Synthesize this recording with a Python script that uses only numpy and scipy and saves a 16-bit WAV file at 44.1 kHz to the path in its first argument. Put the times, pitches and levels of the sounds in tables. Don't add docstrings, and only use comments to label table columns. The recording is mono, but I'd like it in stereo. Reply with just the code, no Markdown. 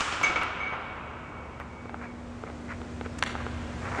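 import sys
import numpy as np
from scipy import signal
from scipy.fft import rfft, irfft
from scipy.io import wavfile

SR = 44100
rng = np.random.default_rng(int(sys.argv[2]) if len(sys.argv) > 2 else 0)


def dump_mix(stems):
    frames = np.atleast_2d(stems).T
    limited = np.clip(frames, -1, 1)
    pcm = np.round(limited * 32767).astype(np.int16)
    wavfile.write(sys.argv[1], SR, pcm)


N = 176400
T = np.arange(N) / SR

# f/Hz, level/dB, T60/s
POST_MODES = [(744, -24, 2.0), (1060, -28, 1.2), (1324, -22, 1.0), (1572, -28, .9), (2019, -21, .6),
              (2157, -7, .22), (2248, 0, .23), (2287, -7, .25), (2677, -24, .4), (6308, -12.5, .12),
              (6344, -16, .12)]
# delay/s, decay time/s, level/dB
POST_SCATTER = [(.012, .04, -15)]
# delay/s, level/dB
POST_ECHOES = [(.123, -4), (.368, -11), (.395, -11), (.435, -13), (.487, -17), (1.83, -28)]
def goal_post(hall, strike_s=.2325, echo_cutoff_hz=2600):
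    ping = delayed(from_db(-17.5) * ring(POST_MODES, T), strike_s)
    flutter = scattered(ping, POST_SCATTER)
    far = dull(ping + flutter, echo_cutoff_hz)
    echoes = sum(from_db(db) * delayed(far, s) for s, db in POST_ECHOES)
    late_response = from_db(-25.5) * rms_one(rng.standard_normal(N) * swell(1.59, .23)) / np.sqrt(N)
    late_swell = signal.fftconvolve(far, late_response)[:N]
    tail = reverberation(dull(ping, echo_cutoff_hz), hall, wet_db=-1)
    return direct(ping + flutter + echoes + late_swell) + tail


# t/s, half-width/s, level/dB
TICKS = [(0.2325, 0.002, -41.5), (.434, .0006, -41.5), (1.6006, 0.00092, -52)]
# f/Hz, level/dB
TICK_SPECTRUM = [(3000, -15), (7000, -1), (15000, -16)]
def ticks():
    return noise(TICK_SPECTRUM) * bursts(TICKS)


# t/s, level/dB, decay time/s, cutoff/Hz
BANGS = [(.006, -18.5, 0.0059, 9300), (.019, -28.5, 0.0053, 9000), (0.123, -29, 0.034, 4770),
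         (0.213, -19.5, 0.0059, 1600), (0.231, -28.5, 0.081, 9100), (0.297, -27.5, 0.023, 2000),
         (0.358, -24.5, 0.021, 3080), (0.414, -28.5, 0.038, 2770), (0.723, -27.5, 0.057, 1090)]
# f/Hz, level/dB
PANEL_SPECTRUM = [(100, -12), (800, -8.5), (1350, 0), (1900, -10.5), (2700, -5.5), (4200, -17.5),
                  (7500, -20), (11000, -55.5)]
def boards(hall):
    rattle = noise(PANEL_SPECTRUM)
    bangs = sum(dull(rattle * delayed(from_db(db) * np.exp(-T / decay), s), hz)
                for s, db, decay, hz in BANGS)
    return in_hall(bangs, hall, wet_db=1)


# t/s, level/dB, cutoff/Hz
STICK_HITS = [(3.2243, -17, 2540), (3.2258, -6, 5400), (3.2295, -13, 2040), (3.2368, -19.5, 4000)]
# f/Hz, level/dB, T60/s
STICK_MODES = [(564, -17.5, 0.011), (960, -9.5, 0.013), (1665, -4, 0.0088), (2257, -5, 0.0087),
               (3130, 0.5, 0.002), (4520, -16, 0.0067), (5820, -18, 0.016), (7540, -17.5, 0.012),
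               (9250, -15, 0.0032)]
# t/s, half-width/s, level/dB
SKIMS = [(3.190, 0.0043, -37), (3.2377, 0.0017, -29.5)]
# f/Hz, level/dB
SKIM_SPECTRUM = [(500, -15), (1600, 12), (4000, -5.5), (5800, 3), (8000, 4), (15000, -36)]
# delay/s, decay time/s, level/dB
BOARD_SLAPS = [(0.036, 0.012, -9), (0.066, .03, -13.5)]
def stick(hall):
    knocks = blows(STICK_HITS, STICK_MODES, spread_db=2.5)
    snap = knocks + noise(SKIM_SPECTRUM) * bursts(SKIMS)
    return in_hall(snap, hall, wet_db=-1) + direct(scattered(snap, BOARD_SLAPS))


# t/s, half-width/s, level/dB, high-pass cutoff/Hz
SCRAPES = [(1.613, 0.009, -37, 650), (2.035, 0.035, -37.5, 800), (2.485, 0.034, -43, 254),
           (2.716, 0.028, -33, 1340), (3.058, 0.011, -34, 1350), (3.404, 0.025, -38, 590),
           (3.89, 0.06, -34, 614), (3.99, 0.047, -30.5, 353)]
# f/Hz, level/dB
SCRAPE_SPECTRUM = [(450, 2), (1500, 0), (2350, -5.5), (3100, -26), (7500, -37), (11000, -60)]
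def scrapes(chips_per_s=1000):
    chips = (rng.random(N) < chips_per_s / SR) * rng.choice([-1, 1], N)
    strengths = from_db(2.5 * np.minimum(rng.exponential(1, N), 4))
    hiss = 0.46 * rng.standard_normal(N)
    crunch = rms_one(colour(rms_one(chips * strengths) + hiss, SCRAPE_SPECTRUM))
    return sum(from_db(db) * swell(s, half) * thin(crunch, hz) for s, half, db, hz in SCRAPES)


# t/s, clack level/dB, cutoff/Hz, thud level/dB
CLACKS = [(1.6, -20.5, 2600, -41), (1.856, -28, 2000, -33), (1.8943, -22.5, 2200, -43),
          (1.9428, -17.5, 1700, -40), (2.437, -18.5, 1600, -28), (2.467, -29, 1800, -36),
          (2.500, -27, 2800, -33), (2.816, -26.5, 4500, -39), (3.011, -20, 3400, -27),
          (3.061, -25.5, 3000, -28), (3.352, -15, 2000, -34), (3.362, -21.5, 2000, -42),
          (3.465, -16.5, 1900, -29)]
# f/Hz, level/dB, T60/s
SKATE_MODES = [(650, -8, 0.0056), (827, -5, 0.012), (1293, -7.5, 0.013), (1546, -10.5, 0.015),
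               (2160, -14.5, 0.015), (2600, -12.5, 0.0059), (3700, -10.5, 0.0031)]
BOOT_MODES = [(441, 0.013, 0.028)]
def strides(hall, pan_db=0.53):
    clacks = blows([row[:3] for row in CLACKS], SKATE_MODES, spread_db=1.5)
    thuds = sum(delayed(from_db(db) * ring(BOOT_MODES, T), s) for s, _, _, db in CLACKS)
    return in_hall(clacks + thuds + scrapes(), hall, wet_db=-8) * from_db([[pan_db], [-pan_db]])


# t/s, level/dB
GLIDE_LEVEL = [(0, -66.5), (2.2, -59), (2.55, -55.5), (3.7, -51.5), (4, -47)]
# f/Hz, level/dB
GLIDE_SPECTRUM = [(400, -2), (1500, 15), (4200, 5), (7500, 3), (10000, -9), (12000, -72), (15000, -21)]
def glide():
    return level(GLIDE_LEVEL) * diffuse(GLIDE_SPECTRUM)


# f/Hz, level/dB
SHOT_SPECTRUM = [(100, -33), (300, -14), (750, -7), (1330, 1.5), (1800, -5.5), (2600, -5), (4000, -14.5),
                 (7000, -14), (9000, -21), (11000, -54.5)]
def earlier_shot():
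    return from_db(-31) * dying(diffuse(SHOT_SPECTRUM))


# f/Hz, level/dB
AIR_SPECTRUM = [(20, -38), (45, 0), (184, -3.5), (532, -8), (1350, -17.5), (2250, -23.5), (4000, -39),
                (9000, -73)]
# f/Hz, level/dB, waver depth (0-1)
DRONE_PARTIALS = [(74.4, -2, 0.78), (90.2, -6, 0.66), (119.7, -7.5, 0)]
HUM_PARTIALS = [(240.1, -1, 0.14), (296.8, -15.5, 1)]
# t/s, level/dB
AIR_LEVEL = [(1.4, -45), (2.6, -44), (3.5, -41), (4, -39)]
DRONE_LEVEL = [(0, -52), (1.3, -48.5), (2.8, -46.5), (3.5, -38), (4, -38)]
HUM_LEVEL = [(0, -49.5), (1.6, -49.5), (2.0, -42), (3.0, -39.5)]
def machinery():
    air = level(AIR_LEVEL) * diffuse(AIR_SPECTRUM)
    drone = level(DRONE_LEVEL) * tones(DRONE_PARTIALS)
    hum = level(HUM_LEVEL) * tones(HUM_PARTIALS)
    return air + drone + hum


# f/Hz, T60/s
HALL_T60 = [(150, 2.2), (750, 7.16), (1400, 3.86), (2500, 3.89), (4500, 1.8), (8000, 1.07)]
def dying(x):
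    spectrum, f = rfft(x), np.fft.rfftfreq(N, 1 / SR)
    centres = np.geomspace(150, 9600, 13)
    bands = (irfft(spectrum * at_hz(np.c_[centres, share], f), N) for share in np.eye(len(centres)))
    return sum(band * from_db(-60 * T / at_hz(HALL_T60, hz)) for hz, band in zip(centres, bands))


def hall_response(build_s=0.0038):
    field = dying(diffuse([(6000, 5), (14000, -13)])) * (1 - np.exp(-T / build_s))
    return from_db(-4.5) * rms_one(field) / np.sqrt(N)


def reverberation(x, hall, wet_db):
    return from_db(wet_db) * signal.fftconvolve(x[None], hall, axes=1)[:, :N]


def in_hall(x, hall, wet_db):
    return direct(x) + reverberation(x, hall, wet_db)


def scattered(x, rows):
    envelope = sum(delayed(from_db(db) * np.exp(-T / decay) * np.sqrt(2 / (decay * SR)), s)
                   for s, decay, db in rows)
    return signal.fftconvolve(x, rng.standard_normal(N) * envelope)[:N]


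# f/Hz, side-to-mid level/dB
DIFFUSE_WIDTH = [(250, -25), (700, -8), (1100, -9.5), (1800, -14.5), (2800, 1.5), (5500, -5), (9000, 0),
                 (11000, 25)]
def diffuse(spectrum):
    mid, side = rms_one(colour(rng.standard_normal((2, N)), spectrum))
    return mid + colour(side, DIFFUSE_WIDTH) * [[1], [-1]]


# f/Hz, side-to-mid level/dB
DIRECT_WIDTH = [(2150, -27), (3000, -5.5), (7000, -5.5), (11000, 19.5)]
def direct(x):
    return x + colour(x, DIRECT_WIDTH, 1j) * [[1], [-1]]


def ring(modes, t, spread_db=0):
    offsets_db = spread_db * rng.standard_normal(len(modes))
    return sum((-1) ** k * from_db(db + offsets_db[k] - 60 * t / t60) * np.sin(2 * np.pi * hz * t)
               for k, (hz, db, t60) in enumerate(modes))


def blows(rows, modes, spread_db):
    return sum(delayed(from_db(db) * dull(ring(modes, T[:SR // 8], spread_db), hz), s)
               for s, db, hz in rows)


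def tones(partials):
    total = np.zeros(N)
    for hz, db, waver in partials:
        modulation = 1 + waver * (drift(9) + 1j * drift(6.2))
        carrier = np.exp(2j * np.pi * (hz * T + rng.random()))
        total += from_db(db) * np.real(modulation * carrier)
    return direct(total)


def drift(knots_per_s):
    knots = rng.standard_normal(400)
    return np.interp(T * knots_per_s, np.arange(len(knots)), knots)


def swell(s, half):
    return np.exp(-((T - s) / half) ** 2)


def bursts(rows):
    return sum(from_db(db) * swell(s, half) for s, half, db in rows)


def level(rows):
    return from_db(np.interp(T, *np.transpose(rows)))


def delayed(x, s):
    return np.pad(x, (max(int(s * SR), 0), N))[:N]


def noise(spectrum):
    return rms_one(colour(rng.standard_normal(N), spectrum))


def colour(x, points, phasor=1):
    gain = from_db(at_hz(points, np.fft.rfftfreq(2 * N, 1 / SR)))
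    return irfft(rfft(x, 2 * N) * phasor * gain)[..., :N]


def at_hz(points, hz):
    f, values = np.transpose(points)
    return np.interp(np.log(hz + 1e-9), np.log(f), values)


def dull(x, cutoff_hz):
    return signal.sosfilt(signal.butter(2, cutoff_hz, fs=SR, output="sos"), x + 1e-18)


def thin(x, cutoff_hz):
    return signal.sosfilt(signal.butter(2, cutoff_hz, "high", fs=SR, output="sos"), x)


def from_db(db):
    return 10 ** (np.asarray(db) / 20)


def rms_one(x):
    return x / np.sqrt(np.mean(x ** 2) + 1e-20)


def scene():
    hall = hall_response()
    first_shot = earlier_shot() + goal_post(hall) + ticks() + boards(hall)
    player = strides(hall) + glide() + stick(hall)
    return first_shot + player + machinery()


def record(dry):
    return signal.sosfilt(signal.cheby2(12, 70, 17000, fs=SR, output="sos"), dry)


dry = scene()
out = record(dry)
dump_mix(out)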